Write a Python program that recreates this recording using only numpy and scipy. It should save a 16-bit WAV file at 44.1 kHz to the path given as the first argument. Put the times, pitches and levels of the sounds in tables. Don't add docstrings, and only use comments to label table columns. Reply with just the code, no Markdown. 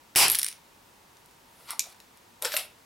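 import sys
import numpy as np
from scipy import signal
from scipy.fft import rfft, irfft, next_fast_len
from scipy.io import wavfile
from scipy.ndimage import uniform_filter1d, minimum_filter1d

SR = 44100
rng = np.random.default_rng(int(sys.argv[2]) if len(sys.argv) > 2 else 0)


def to_wav(sig):
    pcm = np.clip(np.atleast_2d(sig), -1, 1) * 32767
    pcm = np.round(pcm).astype(np.int16)
    wavfile.write(sys.argv[1], SR, pcm.T)


def nominal_scale(level):
    x = np.asarray(level, float) / 20
    return 10 ** x


N = 125685

# frequency_hz, relative_level_db
BRIGHT_COLOUR = [(4500, -36), (7000, -17), (9000, 2), (11500, 2.5), (14000, -9.5), (16000, -22.5)]
MIDDLE_COLOUR = [(1200, -29), (2300, -4), (4500, -1), (5600, -5.5), (6500, -13), (8000, -6), (10000, -17.5)]
TUBE_TAP_COLOUR = [(500, -36), (1300, -5.5), (2300, -4.5), (5500, 3.5), (6400, -1.5), (8000, -2),
                   (12000, -7)]
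CLICK_ROOM_DB, PELLET_ROOM_DB, RUB_ROOM_DB = -5, -6.5, -6


def along(points, hz):
    f, v = np.transpose(points)
    return np.interp(np.log(hz + 1), np.log(f + 1), v)


def unit(x):
    return x / np.sqrt(np.mean(x ** 2) + 1e-20)


def filtered(x, response):
    m = next_fast_len(x.shape[-1] + 4096)
    spectrum = rfft(x, m) * response(np.fft.rfftfreq(m, 1 / SR))
    return irfft(spectrum, m)[..., :x.shape[-1]]


def thin(x):
    return signal.sosfilt(signal.butter(3, 300, "high", fs=SR, output="sos"), x)


def spread(pair, alike):
    def mid_side_gains(hz):
        angle = np.arccos(np.clip(along(alike, hz), 0, 1)) / 2
        return np.array([np.cos(angle), np.sin(angle)])

    mid, side = filtered(pair, mid_side_gains)
    return np.array([mid + side, mid - side])


def in_room(x, wet_db, pan_db=0):
    # frequency_hz, t60_s
    decay = [(60, 0.53), (250, 0.36), (800, 0.29), (3000, 0.29), (8000, 0.21), (15000, 0.17)]
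    # frequency_hz, likeness (0 to 1)
    likeness = [(200, 1), (1000, 0.83), (4000, 0.74), (8000, 0.78), (12000, 0.99)]
    onset_s = 0.0011
    hz, t, z = signal.stft(rng.standard_normal((2, SR // 2)), SR, nperseg=256)
    fade = nominal_scale(-60 * t / along(decay, hz)[:, None])
    tail = signal.istft(z * fade, SR, nperseg=256)[1]
    tail = spread(tail / np.linalg.norm(tail[0]), likeness)
    tail = tail * (1 - np.exp(-np.arange(tail.shape[1]) / SR / onset_s))
    out = nominal_scale(wet_db) * signal.fftconvolve(x[None], tail, axes=1)
    out[:, :len(x)] += x * nominal_scale(np.array([[pan_db / 2], [-pan_db / 2]]))
    return out


def add(out, s, x):
    part = out[:, round(s * SR):][:, :x.shape[1]]
    part += x[:, :part.shape[1]]


def ring(modes, t):
    total = 0
    for hz, db, t60 in modes:
        envelope = nominal_scale(db + rng.normal(0, 2) - 60 * t / t60)
        total = total + envelope * np.sin(2 * np.pi * hz * rng.normal(1, .02) * t)
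    return total * (1 - np.exp(-t / 0.00056))


def crack(t, t60, tone):
    m = 4096
    ceps = irfft(along(tone, np.fft.rfftfreq(m, 1 / SR)) * np.log(10) / 20, m)
    ceps[1:m // 2] *= 2
    ceps[m // 2 + 1:] = 0
    colour = irfft(np.exp(rfft(ceps)), m)
    burst = rng.standard_normal(len(t)) * nominal_scale(-60 * t / t60)
    x = signal.fftconvolve(burst, colour)[:len(t)]
    return x / np.sqrt(uniform_filter1d(x ** 2, size=44).max()) / 2


def hush():
    # frequency_hz, relative_level_db
    colour = [(15, -26), (25, -8), (114, -3), (149, -3.5), (249, -2), (373, -3.5), (405, -3.5), (545, -3.5),
              (624, -6), (887, -1.5), (1520, -7.5), (1890, -8), (16000, -20)]
    # frequency_hz, likeness (0 to 1)
    likeness = [(60, 1), (180, 0.85), (550, 0.31), (1650, 0.14), (4970, 0.66), (15000, 1)]
    # centre_hz, width_hz, boost_db
    band_hz, width_hz, boost_db = (934, 43, 5.1)

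    def response(hz):
        band = boost_db * np.exp(-((hz - band_hz) / width_hz) ** 2)
        return nominal_scale(along(colour, hz) + band)

    noise = filtered(rng.standard_normal((2, N)), response)
    return nominal_scale(-57) * unit(spread(noise, likeness))


def clicks(out):
    # start_s, level_db, bright_steel_db, stock_knock_db, knock_hz
    contacts = [(0.1513, -28.5, -6, -3, 1560), (1.169, -45, -5, -7, 1480), (1.259, -51, 7, -12, 1500),
                (1.311, -51.5, 4, -6, 1500), (1.706, -26, 8, -10, 1330), (1.7163, -40.5, 13, -7, 1360),
                (1.7337, -38, -12, 5, 960), (1.946, -47, -14, -2, 1500), (2.0017, -37.5, -5, -14, 1700),
                (2.1727, -48, 3.5, -16, 1700), (2.4228, -21.5, 5, -11, 2860), (2.4284, -30, 1, -9, 1330),
                (2.4482, -13.5, -15, -19, 1820), (2.4532, -20, 3, 4, 1614), (2.4681, -36, -6, 8, 1590),
                (2.4754, -37, -15, -6, 1680), (2.5201, -23, -12, -3, 1740),
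                (2.5398, -19.5, -15.5, -0.5, 1436), (2.5652, -29, -1, 5, 1950),
                (2.5663, -16.5, 6.5, -1.5, 2290), (2.5721, -28, 18.5, -7, 1900),
                (2.6025, -40, 14, -14, 1900)]
    # pitch_hz, level_db, t60_s
    steel_modes = [(2640, -14, .012), (3850, -4, .01), (4700, -5, .007), (5570, 0, .01), (6400, -5, .007),
                   (7050, -2, .01)]
    bright_modes = [(8700, -3, .006), (9700, -2, .006), (10700, -1, .007), (11800, -2, .006),
                    (12800, -2, .006), (13700, -5, .005)]
    steel_db, crack_db, crack_t60_s = -4, -4.5, 0.012
    knock_t60_s, partner_ratio = 0.012, 1.123
    t = np.arange(SR // 10) / SR

    def steel(modes, colour):
        return nominal_scale(steel_db) * ring(modes, t) + nominal_scale(crack_db) * crack(t, crack_t60_s, colour)

    for s, db, bright_db, stock_db, knock_hz in contacts:
        knock_modes = [(knock_hz, 0, knock_t60_s), (knock_hz * partner_ratio, -3, knock_t60_s)]
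        x = steel(steel_modes, MIDDLE_COLOUR)
        x = x + nominal_scale(bright_db) * steel(bright_modes, BRIGHT_COLOUR)
        x = x + nominal_scale(stock_db) * ring(knock_modes, t)
        add(out, s, in_room(nominal_scale(db) * thin(x), CLICK_ROOM_DB, 2.6))


def shot(out):
    # start_s, level_db
    bursts = [(0.1595, 6.5), (0.1627, 9), (0.1673, 8.5), (0.1737, -2), (0.1762, 0.5), (.182, 7)]
    # frequency_hz, relative_level_db
    colour = [(40, -36), (80, -19), (180, -19.5), (312, -12), (455, -9.5), (800, 3.5), (1400, -4),
              (2000, -4), (2840, 2), (3700, -2.5), (5310, 6), (6450, -5), (7100, -1), (9940, 7),
              (11500, 4.5), (13100, -1), (16000, -13.5)]
    # pitch_hz, level_db, t60_s
    bench_modes = [(169, -10.5, .05), (383, 2, 0.033), (820, -0.5, 0.021)]
    burst_t60_s, burst_room_db, thump_db = 0.0042, 6.5, -13.5
    t = np.arange(SR // 10) / SR
    thump = nominal_scale(thump_db) * ring(bench_modes, t)
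    add(out, bursts[0][0], in_room(thump, CLICK_ROOM_DB))
    for s, db in bursts:
        add(out, s, in_room(nominal_scale(db) * crack(t, burst_t60_s, colour), burst_room_db))


def pellet(out):
    # start_s, level_db, upper_ring_db, tube_db
    bounces = [(0.282, -7, -5, -19), (0.2994, -3.5, 8, -10), (0.317, -11, 8.5, -21), (0.32, -21, 12.5, -7),
               (0.3244, -13, -12, -19), (0.331, -29, 6, -14), (0.348, -14.5, 5, -4.5),
               (0.353, -10, -10, -10.5), (0.3869, -8, 3, -15.5), (0.3896, -10, -5.5, -14.5),
               (0.3942, -13.5, -0.5, -10), (0.4161, -19.5, -9, -5.5), (0.4304, -14, 6, -8),
               (0.4451, -10.5, -22, -12), (0.4641, -14, -12, -11.5), (0.481, -30, -12.5, -3),
               (0.4854, -15.5, -16, -11.5), (0.514, -40, -6, 3), (0.5266, -38, -8, 0.5),
               (0.543, -53, -7, -14)]
    # pitch_hz, level_db, t60_s
    main_modes = [(9450, -1, .005), (9900, 0, .005), (10400, -2, .004)]
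    upper_modes = [(11250, 0, .006), (12000, -2, .004), (13000, -4, .004), (7900, -8, .004)]
    tube_modes = [(2350, -3, .007), (3700, -4, .004), (4500, -2, .005), (5400, -3, .004)]
    crack_db, tap_db = -9, 4.5
    t = np.arange(SR // 20) / SR
    for s, db, upper_db, tube_db in bounces:
        tube = ring(tube_modes, t) + nominal_scale(tap_db) * crack(t, 0.014, TUBE_TAP_COLOUR)
        x = 1.3 * ring(main_modes, t) + nominal_scale(upper_db) * ring(upper_modes, t) + nominal_scale(tube_db) * tube
        x = x + nominal_scale(crack_db) * crack(t, 0.004, BRIGHT_COLOUR)
        add(out, s, in_room(nominal_scale(db) * x, PELLET_ROOM_DB))


def skitter(out):
    span_s, level_db, scatter_db = (0.33, 0.49), (-22.5, -42.5), 1
    t = np.arange(SR // 50) / SR
    for place, luck, colour in rng.random(size=(60, 3)):
        db = np.interp(place, (0, 1), level_db) + scatter_db * (2 * luck - 1)
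        tick = crack(t, 0.0029, TUBE_TAP_COLOUR if colour < .7 else BRIGHT_COLOUR)
        add(out, np.interp(place, (0, 1), span_s), in_room(nominal_scale(db) * tick, PELLET_ROOM_DB))


def slides(out):
    # time_s, then relative levels deep_db, hollow_db, middle_db, bright_db
    strokes = [
        [(1.48, -81, -78, -65, -67), (1.506, -73, -79, -71, -73), (1.562, -85, -76, -67, -62),
         (1.602, -58, -61, -62, -61.5), (1.636, -58, -67, -60, -60), (1.668, -78, -58, -58, -55),
         (1.692, -54, -42.5, -41, -51), (1.726, -59, -42, -42.5, -53), (1.784, -76, -81, -82, -78),
         (1.79, -67, -60, -60, -66)],
        [(1.84, -63, -53, -60, -61), (1.872, -45.5, -63, -64, -72), (1.892, -71, -59, -56, -56),
         (1.902, -80, -68, -55, -54), (1.914, -74, -65, -56, -66), (1.93, -70, -51, -55, -51)],
        [(2.418, -42, -51, -55, -62), (2.424, -55.5, -36, -53, -62), (2.438, -33, -42, -46, -65),
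         (2.452, -50, -33.5, -28, -65), (2.5, -50, -53.5, -44, -55), (2.546, -40, -42.5, -30, -40),
         (2.558, -55, -49, -47, -60), (2.566, -60, -37, -36.5, -57), (2.596, -36, -44, -33.5, -48),
         (2.66, -79, -69, -62, -49.5)],
    ]
    # frequency_hz, relative_level_db
    deep_colour = [(250, -30), (420, -10), (540, -1), (640, 0.5), (750, 0), (1000, -17.5)]
    hollow_colour = [(600, -26.5), (800, -9), (950, -3.5), (1130, -4), (1370, 2.5), (1550, -11),
                     (1750, -9.5), (2300, -5), (3200, -39)]
    grain_db, trim_db = 1.5, -3.5
    for rows in strokes:
        s, *levels = np.transpose(rows)
        t = np.arange(s[0], s[-1], 1 / SR)
        x = 0
        for level_db, colour in zip(levels, (deep_colour, hollow_colour, MIDDLE_COLOUR, BRIGHT_COLOUR)):
            swing = unit(uniform_filter1d(rng.standard_normal(len(t)), size=60))
            grain = nominal_scale(grain_db * swing)
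            rub = filtered(grain * rng.standard_normal(len(t)), lambda hz: nominal_scale(along(colour, hz)))
            x = x + unit(rub) * nominal_scale(np.interp(t, s, level_db) + trim_db)
        add(out, s[0], in_room(x, RUB_ROOM_DB, 1.0))


def thuds(out):
    # start_s, level_db, pitch_hz
    blows = [(1.688, -46, 1365), (1.731, -37, 953), (1.862, -51, 754), (2.425, -36, 520),
             (2.447, -29.5, 507), (2.454, -27.5, 500), (2.5405, -31, 620), (2.5665, -35.5, 618),
             (2.586, -42, 602)]
    t60_s, room_db = 0.053, -9.5
    t = np.arange(SR // 10) / SR
    for s, db, hz in blows:
        add(out, s, in_room(thin(ring([(hz, db, t60_s)], t)), room_db))


def latch(out):
    # start_s, level_db, t60_s
    contacts = [(1.7934, -9.5, 0.0056), (1.7945, -10.5, 0.0059), (1.7963, -15.5, 0.012),
                (1.8015, -19, .008), (1.8056, -17.5, 0.0089)]
    # frequency_hz, relative_level_db
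    colour = [(500, -32), (1300, -24.5), (2390, -13.5), (3000, -16), (3900, -8), (5550, 0), (7100, 2),
              (7750, -7), (9220, -7), (10500, -10.5), (13100, -4), (14500, -22), (16000, -29)]
    # pitch_hz, level_db, t60_s
    latch_modes = [(2400, -9, .02), (3900, -5, .014), (5560, 0, .012), (7050, -6, .012), (9150, -9, .012)]
    ring_db, room_db = -9.5, -8
    t = np.arange(SR // 10) / SR
    for s, db, t60 in contacts:
        x = crack(t, t60, colour) + nominal_scale(ring_db) * ring(latch_modes, t)
        add(out, s, in_room(nominal_scale(db) * x, room_db))


def spring(out):
    # time_s, early_db, late_db
    course = [(2.424, -58, -70), (2.43, -42, -61), (2.5, -48, -55), (2.53, -57, -40), (2.542, -58, -36.5),
              (2.562, -61, -37), (2.566, -70, -70)]
    # centre_hz, half_width_hz, relative_level_db
    early_lines = [(11400, 250, 2), (13400, 350, -1)]
    late_lines = [(9140, 200, -9), (12500, 160, 5), (13900, 330, -2)]
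    s, *levels = np.transpose(course)
    t = np.arange(s[0], s[-1], 1 / SR)
    x = 0
    for level_db, lines in zip(levels, (early_lines, late_lines)):
        def response(f):
            return sum(nominal_scale(db) / (1 + ((f - hz) / width) ** 2) for hz, width, db in lines)

        noise = filtered(rng.standard_normal(len(t)), response)
        x = x + unit(noise) * nominal_scale(np.interp(t, s, level_db))
    add(out, s[0], in_room(x, RUB_ROOM_DB - 14))


def scene():
    out = hush()
    for source in (clicks, shot, pellet, skitter, slides, thuds, latch, spring):
        source(out)
    return out


def low_pass(x):
    return signal.sosfilt(signal.butter(12, 16970, fs=SR, output="sos"), x)


def record(dry):
    limit_db, hold_s, glide_s, top_hz = -7.5, 0.0051, 0.0075, 16000
    need = np.minimum(1, nominal_scale(limit_db) / (np.abs(dry).max(axis=0) + 1e-9))
    held = minimum_filter1d(need, max(int(hold_s * SR), 3))
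    gain = uniform_filter1d(held, max(int(glide_s * SR), 3))
    mix = filtered(dry * gain, lambda hz: hz < top_hz)
    return low_pass(mix)


dry = scene()
out = record(dry)
to_wav(out)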